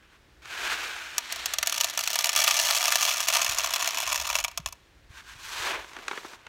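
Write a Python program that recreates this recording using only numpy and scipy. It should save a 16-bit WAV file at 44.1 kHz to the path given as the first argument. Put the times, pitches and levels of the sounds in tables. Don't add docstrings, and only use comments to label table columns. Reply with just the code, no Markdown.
import sys
import numpy as np
from scipy import signal
from scipy.fft import rfft, irfft, next_fast_len
from scipy.io import wavfile
from scipy.ndimage import map_coordinates

SR = 44100
rng = np.random.default_rng(int(sys.argv[2]) if len(sys.argv) > 2 else 0)


def put_to_file(sound):
    columns = np.atleast_2d(sound).T
    safe = np.clip(columns, -1, 1)
    whole_steps = np.round(safe * 32767)
    wavfile.write(sys.argv[1], SR, whole_steps.astype(np.int16))


N = 286160

# start in seconds, level in dB.
SEED_HITS = [(1.181, -15.5), (1.324, -22.5), (1.36, -30.5), (1.458, -19), (1.537, -20), (1.585, -19),
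             (1.628, -17), (1.661, -31), (1.672, -16), (1.696, -22.5), (1.724, -20), (1.743, -26.5),
             (1.779, -22.5), (1.803, -24), (1.81, -15.5), (1.836, -28), (1.844, -17), (1.898, -27),
             (1.975, -20), (1.991, -20.5), (2.009, -24.5), (2.037, -22), (2.075, -18), (2.103, -24),
             (2.131, -22), (2.156, -17.5), (2.189, -17), (2.208, -22.5), (2.243, -15.5), (2.257, -21.5),
             (2.269, -21), (2.292, -18), (2.33, -23.5), (2.361, -15.5), (2.375, -18), (2.389, -19),
             (2.401, -19), (2.44, -16.5), (2.477, -14), (2.489, -24.5), (2.509, -17.5), (2.597, -17.5),
             (2.708, -17.5), (2.749, -19), (2.855, -17), (2.88, -18), (2.922, -15), (2.956, -14),
             (3.029, -18.5), (3.051, -19), (3.092, -21.5), (3.204, -20), (3.285, -15), (3.302, -23),
             (3.336, -20), (3.349, -18.5), (3.369, -17), (3.418, -19.5), (3.446, -19), (3.495, -21),
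             (3.585, -18), (3.645, -22), (3.737, -18), (3.76, -20.5), (3.825, -22.5), (3.875, -19),
             (3.984, -23.5), (4.002, -23.5), (4.076, -26.5), (4.12, -25), (4.127, -19.5), (4.158, -21),
             (4.274, -25), (4.3, -23), (4.353, -18), (4.364, -26.5), (4.387, -22.5), (4.401, -26.5),
             (4.44, -24), (4.446, -21), (4.481, -31), (4.514, -42), (4.575, -20.5), (4.66, -24),
             (4.674, -34.5), (4.686, -36.5), (4.725, -35)]
DULLING_DB_PER_S = 1


def seeds():
    # centre in Hz, width in Hz,
    # boost in dB when empty, boost in dB with a heap inside.
    hopper_modes = [(580, 36, 6, 6), (669, 132, 13, 11.5), (952, 39, 10, 7), (1054, 200, -2.5, 10.5),
                    (1198.5, 123, 14, 8.5), (1394, 57, 8, 7.5), (1750, 132, 11, 5.5), (2037, 76, 6.5, 0),
                    (2312, 100, 7.5, 8), (2585, 240, 3.5, 7.5), (2885, 530, 5, 3.5), (3395, 146, 8.5, 8),
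                    (4150, 460, 6, 4), (4530, 164, 7, 3), (5240, 210, 6.5, 7.5), (5665, 380, 7.5, 6.5),
                    (6290, 470, 6.5, 6.5), (6950, 380, 5.5, 7.5), (7870, 93, 7.5, 3), (9900, 650, 3, 0.5),
                    (11400, 130, -4, -2.5), (11250, 460, 2.5, 3), (12380, 250, 4, 1), (13640, 460, 5, 5.5),
                    (14900, 300, 4.5, 4)]
    # frequency in Hz, gain in dB.
    contact_eq = [(60, -37.5), (200, -28.5), (470, -24.5), (590, -8.5), (850, -4), (1600, -5.5),
                  (3000, -0.5), (3700, -3), (4900, -4), (6600, -1.5), (7500, -5), (9700, -6), (10400, -11),
                  (11200, -6.5), (16000, -13)]
    # frequency in Hz, gain in dB.
    cushion_eq = [(600, -1), (3000, 0.5), (7000, 0.5), (11000, -0.5), (16000, 0)]
    singles = cracks(seed_bounces(contacts=3),
                     hold=0.00051, t60=0.03, treble_t60=0.024, pivot_hz=4260, rise=0.000086)
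    landings = cracks(seed_stream(peak_per_s=245, spread_db=5.5, count=1000),
                      hold=0.0011, t60=0.03, treble_t60=0.02, pivot_hz=3700, rise=0.00038)
    hits = singles + equalise(landings, cushion_eq)
    hz, width, empty_db, heaped_db = np.transpose(hopper_modes)
    empty = resonate(hits, contact_eq, zip(hz, width, empty_db))
    heaped = resonate(hits, contact_eq, zip(hz, width, heaped_db))
    fill = np.interp(np.arange(N) / SR, [2.7, 3.8], [0, 1])
    return (1 - fill) * empty + fill * heaped


def seed_bounces(contacts):
    bare_bright_db, loss_db, dull_db = 4, 25.5, 10
    start, db = np.transpose(SEED_HITS)
    hardness, flight = rng.standard_normal((len(start), 2)).T
    bright_db = bare_bright_db - DULLING_DB_PER_S * (start - start[0]) + 1.7 * hardness
    flight_s = 0.026 * np.exp(.25 * flight)
    return np.vstack([np.transpose([start + k * flight_s, db - k * loss_db, bright_db - k * dull_db])
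                      for k in range(contacts)])


def seed_stream(peak_per_s, spread_db, count):
    # time in seconds, level in dB.
    flow = [(1.6, -56), (1.68, -38.5), (1.85, -36), (1.92, -42), (2.02, -36), (2.31, -35), (2.41, -26),
            (2.72, -24.5), (2.87, -29), (3.06, -26.5), (3.22, -31), (3.36, -27.5), (3.54, -32),
            (4.12, -32.5), (4.41, -36), (4.49, -55.5)]
    flow_db, = envelopes(flow)
    t = np.arange(N) / SR
    pouring = (t > flow[0][0]) & (t < flow[-1][0])
    density = pouring * amp(.55 * (flow_db - flow_db.max()))
    poured = peak_per_s * np.cumsum(density) / SR
    lateness, weight, hardness = rng.uniform(-1, 1, (count, 3)).T
    turn = np.arange(count) + 1 + .7 * lateness
    at = np.minimum(np.searchsorted(poured, turn), N - 1)
    db = flow_db[at] - 10 * np.log10(density[at] + 0.16) + spread_db * weight
    bright_db = 3 - DULLING_DB_PER_S * (at / SR - SEED_HITS[0][0]) + 5 * hardness
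    return np.transpose([at / SR, db, bright_db])[turn < poured[-1]]


def seed_slide():
    # time in seconds, level in dB.
    swell = [(.95, -73), (1.25, -41), (1.33, -37.5), (1.49, -36), (1.57, -42.5), (3.2, -41), (3.9, -37.5),
             (4.3, -45), (4.7, -69)]
    # frequency in Hz, gain in dB.
    scrape_eq = [(150, -38.5), (250, -15), (480, -14), (680, -9.5), (1580, -1), (2000, -1.5), (4400, -3.5),
                 (4850, -11), (5630, -7), (6300, -13), (7000, -10), (10300, -23.5), (12000, -22),
                 (16000, -29.5)]
    level_db, = envelopes(swell)
    gain = amp(level_db + 1.2 * wobble(45))
    return gain * coloured(friction(slips_per_s=1500, spread_db=1.5, hiss=0.89), scrape_eq)


def packet():
    # time in seconds, level in dB.
    lift_swell = [(0.42, -56), (0.462, -48.5), (0.532, -38.5), (0.732, -29.5), (0.768, -37), (0.866, -33),
                  (0.882, -36.5), (1.12, -43), (1.16, -42.5)]
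    # time in seconds, level in dB,
    # low rustle and hiss in dB relative to that level.
    return_swell = [(5.35, -56, -11, -5), (5.448, -46.5, -21.5, 1), (5.68, -29.5, -10, -7),
                    (5.778, -38, -7, -13), (5.91, -63, -11, 2.5)]
    # start in seconds, length in seconds, level in dB,
    # low rustle and hiss in dB relative to that level.
    brushes = [(.04, 0.014, -60.5, -19, -12), (0.136, 0.026, -60.5, -19, -9),
               (5.169, 0.034, -50, -22, -4.5), (5.297, 0.041, -49.5, -26, -3), (5.946, 0.089, -51, -6, -7),
               (6.097, 0.093, -46.5, -7, -5), (6.228, 0.12, -51.5, -5.5, -1.5),
               (6.395, 0.14, -58.5, -7, -10)]
    # start in seconds, level in dB, brightness in dB.
    creases = [(.455, -33, 13), (5.844, -36.5, 5), (5.933, -34, 9), (5.965, -32.5, 2), (5.987, -35.5, 0),
               (6.081, -17.5, 11.5), (6.112, -27.5, -3), (6.131, -39, -9), (6.175, -32, -3),
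               (6.247, -44.5, -33), (6.333, -39.5, 3), (6.466, -36, 2.5)]
    # frequency in Hz, gain in dB.
    lift_eq = [(100, -29), (200, -25.5), (370, -13), (560, -13), (800, -9.5), (950, -6.5), (1120, -5.5),
               (1550, 2.5), (1950, -4), (2400, 0), (3300, -6), (4900, -12), (6500, -11.5), (10300, -23.5),
               (11500, -23), (16000, -28)]
    handling_eq = [(100, -37), (250, -17), (380, -3.5), (520, -5.5), (800, -2.5), (980, 5), (1300, 2.5),
                   (1650, 6.5), (1950, 2.5), (2450, 3.5), (3500, -3.5), (4900, -13.5), (6300, -13.5),
                   (10300, -25.5), (11500, -25), (16000, -31)]
    snap_eq = [(60, -36), (160, -9), (380, 3.5), (600, -7), (950, 3.5), (1300, 8.5), (1900, 2), (2700, -1),
               (5000, -14.5), (6200, -11), (10000, -28.5), (16000, -43)]
    low_db, hiss_db = -15.5, -8.5
    lift = stroke([(s, db, low_db, hiss_db) for s, db in lift_swell], t60=0.57)
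    handling = stroke(return_swell, t60=0.12) + sum(brush(*row) for row in brushes)
    snaps = cracks(np.vstack([creases, crinkles(per_s=77, spread_db=4, count=80)]),
                   hold=0.0021, t60=0.032, treble_t60=0.013, pivot_hz=3450, rise=.0001)
    return rub(lift, lift_eq) + rub(handling, handling_eq) + resonate(snaps, snap_eq)


def rub(gains, eq):
    def below(hz, edge_hz):
        return 1 / (1 + (hz / edge_hz) ** 8)

    fibres = coloured(friction(slips_per_s=2400, spread_db=2.0, hiss=0.91), eq)
    low = unit_rms(filtered(fibres, lambda hz: below(hz, 840)))
    mids = unit_rms(filtered(fibres, lambda hz: below(hz, 4400) - below(hz, 740)))
    hiss = unit_rms(filtered(fibres, lambda hz: 1 - below(hz, 3970)))
    ring = unit_rms(filtered(rng.standard_normal(N), lambda hz: hump(hz, centre=1540, width=280)))
    return amp(0.98 * wobble(90)) * np.sum(gains * [mids, low, hiss, ring], axis=0)


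def stroke(rows, t60):
    level_db, low_db, hiss_db = envelopes(rows)
    t = np.arange(N) / SR
    level_db = level_db - 60 * np.maximum(t - rows[-1][0], 0) / t60
    ring_db = level_db - 27.5 - low_db
    return (t >= rows[0][0]) * amp([level_db, level_db + low_db, level_db + hiss_db, ring_db])


def brush(start, length, db, low_db, hiss_db):
    attack_s, rise_db, sag_db_per_s = 0.075, 14, 11
    shape = [(start - attack_s, db - rise_db), (start, db), (start + length, db - sag_db_per_s * length)]
    return stroke([(s, level, low_db, hiss_db) for s, level in shape], t60=0.093)


def crinkles(per_s, spread_db, count):
    # time in seconds, level in dB.
    grip = [(5.78, -62), (5.95, -46), (6.12, -44), (6.33, -52), (6.4, -64)]
    grip_s, grip_db = np.transpose(grip)
    lateness, weight, hardness = rng.uniform(-0.92, 1, (count, 3)).T
    start = grip_s[0] + (np.arange(count) + lateness) / per_s
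    db = np.interp(start, grip_s, grip_db) + spread_db * weight
    bright_db = 6 + 5 * hardness
    return np.transpose([start, db, bright_db])[start < grip_s[-1]]


def reflections(x, t60, delay):
    t = np.arange(SR // 2) / SR
    tail = rng.standard_normal(len(t)) * amp(-60 * t / t60) * (t > delay)
    wet = signal.fftconvolve(x, tail / np.linalg.norm(tail))[:N]
    return equalise(wet, [(300, -3.5), (2500, -1.5), (6000, -12), (15000, -12.5)])


def breeze():
    # time in seconds, level in dB.
    gusts = [(0, -64.5), (.85, -60), (2.1, -64.5), (3.15, -69.5), (3.5, -54), (3.92, -70), (4.07, -54),
             (4.7, -55), (4.85, -64), (5.07, -57), (5.8, -56.5), (5.95, -69)]
    # frequency in Hz, gain in dB.
    rumble_eq = [(15, -36), (30, -1), (52, 5), (70, 4), (95, -9.5), (130, -14), (200, -23.5), (400, -28),
                 (1000, -65)]
    gust_db, = envelopes(gusts)
    eddies_db = 3.1 * wobble(19)
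    return amp(gust_db + eddies_db) * coloured(rng.standard_normal(N), rumble_eq)


def bumps(rise):
    # start in seconds, level in dB, pitch in Hz.
    thumps = [(3.49, -42, 105), (4.595, -38, 153), (4.666, -38, 62), (5.102, -42, 89.5), (5.355, -48, 112),
              (5.6, -41, 75)]
    out = np.zeros(N)
    for start, db, hz in thumps:
        t = np.maximum(np.arange(N) / SR - start, 0)
        envelope = t / rise * np.exp(1 - t / rise)
        out += amp(db) * envelope * np.sin(2 * np.pi * hz * t)
    return out


def trees():
    # frequency in Hz, gain in dB.
    trees_eq = [(30, -28), (110, -1), (200, -8.5), (340, -5), (500, -10), (1200, -14), (1700, -11),
                (6000, -23.5), (10000, -31.5), (16000, -34.5)]
    return amp(-63 + 1.1 * wobble(2.73)) * coloured(rng.standard_normal(N), trees_eq)


def cracks(cues, hold, t60, treble_t60, pivot_hz, rise, size=1024):
    start, db, bright_db = np.transpose(cues)
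    t, hz = np.arange(size) / SR, np.fft.rfftfreq(size, 1 / SR)
    tilt = np.tanh(np.log((hz + 1) / pivot_hz) * 2) / 2
    noise = rng.standard_normal((len(start), size))
    spectrum = rfft(noise) * amp(bright_db[:, None] * tilt)
    decay_s = np.maximum(t - hold, 0)
    body = irfft(spectrum * (.5 - tilt)) * amp(-60 * decay_s / t60)
    treble = irfft(spectrum * (.5 + tilt)) * amp(-60 * decay_s / treble_t60)
    attack = 1 - np.exp(-t / (rise * np.exp(noise[:, -1:])))
    bursts = (body + treble) * attack
    bursts /= bursts[:, t < .003].std(axis=1, keepdims=True)
    at = np.round(start * SR).astype(int)[:, None] + np.arange(size)
    return np.bincount(at.ravel(), (amp(db[:, None]) * bursts).ravel(), N)[:N]


def friction(slips_per_s, spread_db, hiss):
    slips = (rng.random(N) < slips_per_s / SR) * rng.choice([-1, 1], N)
    sizes = amp(spread_db * np.clip(rng.standard_normal(N), -2, 2))
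    return unit_rms(unit_rms(slips * sizes) + hiss * rng.standard_normal(N))


def resonate(x, eq, modes=(), size=4096):
    hz = np.fft.rfftfreq(size, 1 / SR)
    db = eq_db(eq, hz) + sum(boost * hump(hz, centre, width) for centre, width, boost in modes)
    cepstrum = irfft(np.log(amp(db)))
    cepstrum[1:size // 2] *= 2
    cepstrum[size // 2 + 1:] = 0
    ring = irfft(np.exp(rfft(cepstrum)))
    return signal.fftconvolve(x, ring / np.linalg.norm(ring))[:N]


def hump(hz, centre, width):
    return 1 / (1 + (2 * (hz - centre) / width) ** 2)


def amp(db):
    return 10 ** (np.asarray(db) / 20)


def unit_rms(x):
    return x / np.sqrt(np.mean(x ** 2) + 1e-20)


def envelopes(rows):
    s, *columns = np.transpose(rows)
    return [np.interp(np.arange(N) / SR, s, column) for column in columns]


def wobble(rate):
    knots = rng.standard_normal(int(N * rate / SR) + 4)
    return map_coordinates(knots, [np.arange(N) * rate / SR])


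def eq_db(eq, hz):
    points_hz, db = np.transpose(eq)
    return np.interp(np.log(hz + 1), np.log(points_hz + 1), db)


def filtered(x, response):
    size = next_fast_len(N + SR // 2)
    return irfft(rfft(x, size) * response(np.fft.rfftfreq(size, 1 / SR)), size)[:N]


def equalise(x, eq):
    return filtered(x, lambda hz: amp(eq_db(eq, hz)))


def coloured(x, eq):
    return unit_rms(equalise(x, eq))


def scene():
    near = seeds() + seed_slide() + packet()
    tail = amp(-17.5) * reflections(near, t60=0.77, delay=0.0041)
    return (near + tail + breeze() + trees() + bumps(rise=0.0043))[None]


def record(dry):
    return filtered(dry[0], lambda hz: 1 / (1 + (hz / 16000) ** 120))[None]


dry = scene()
out = record(dry)
put_to_file(out)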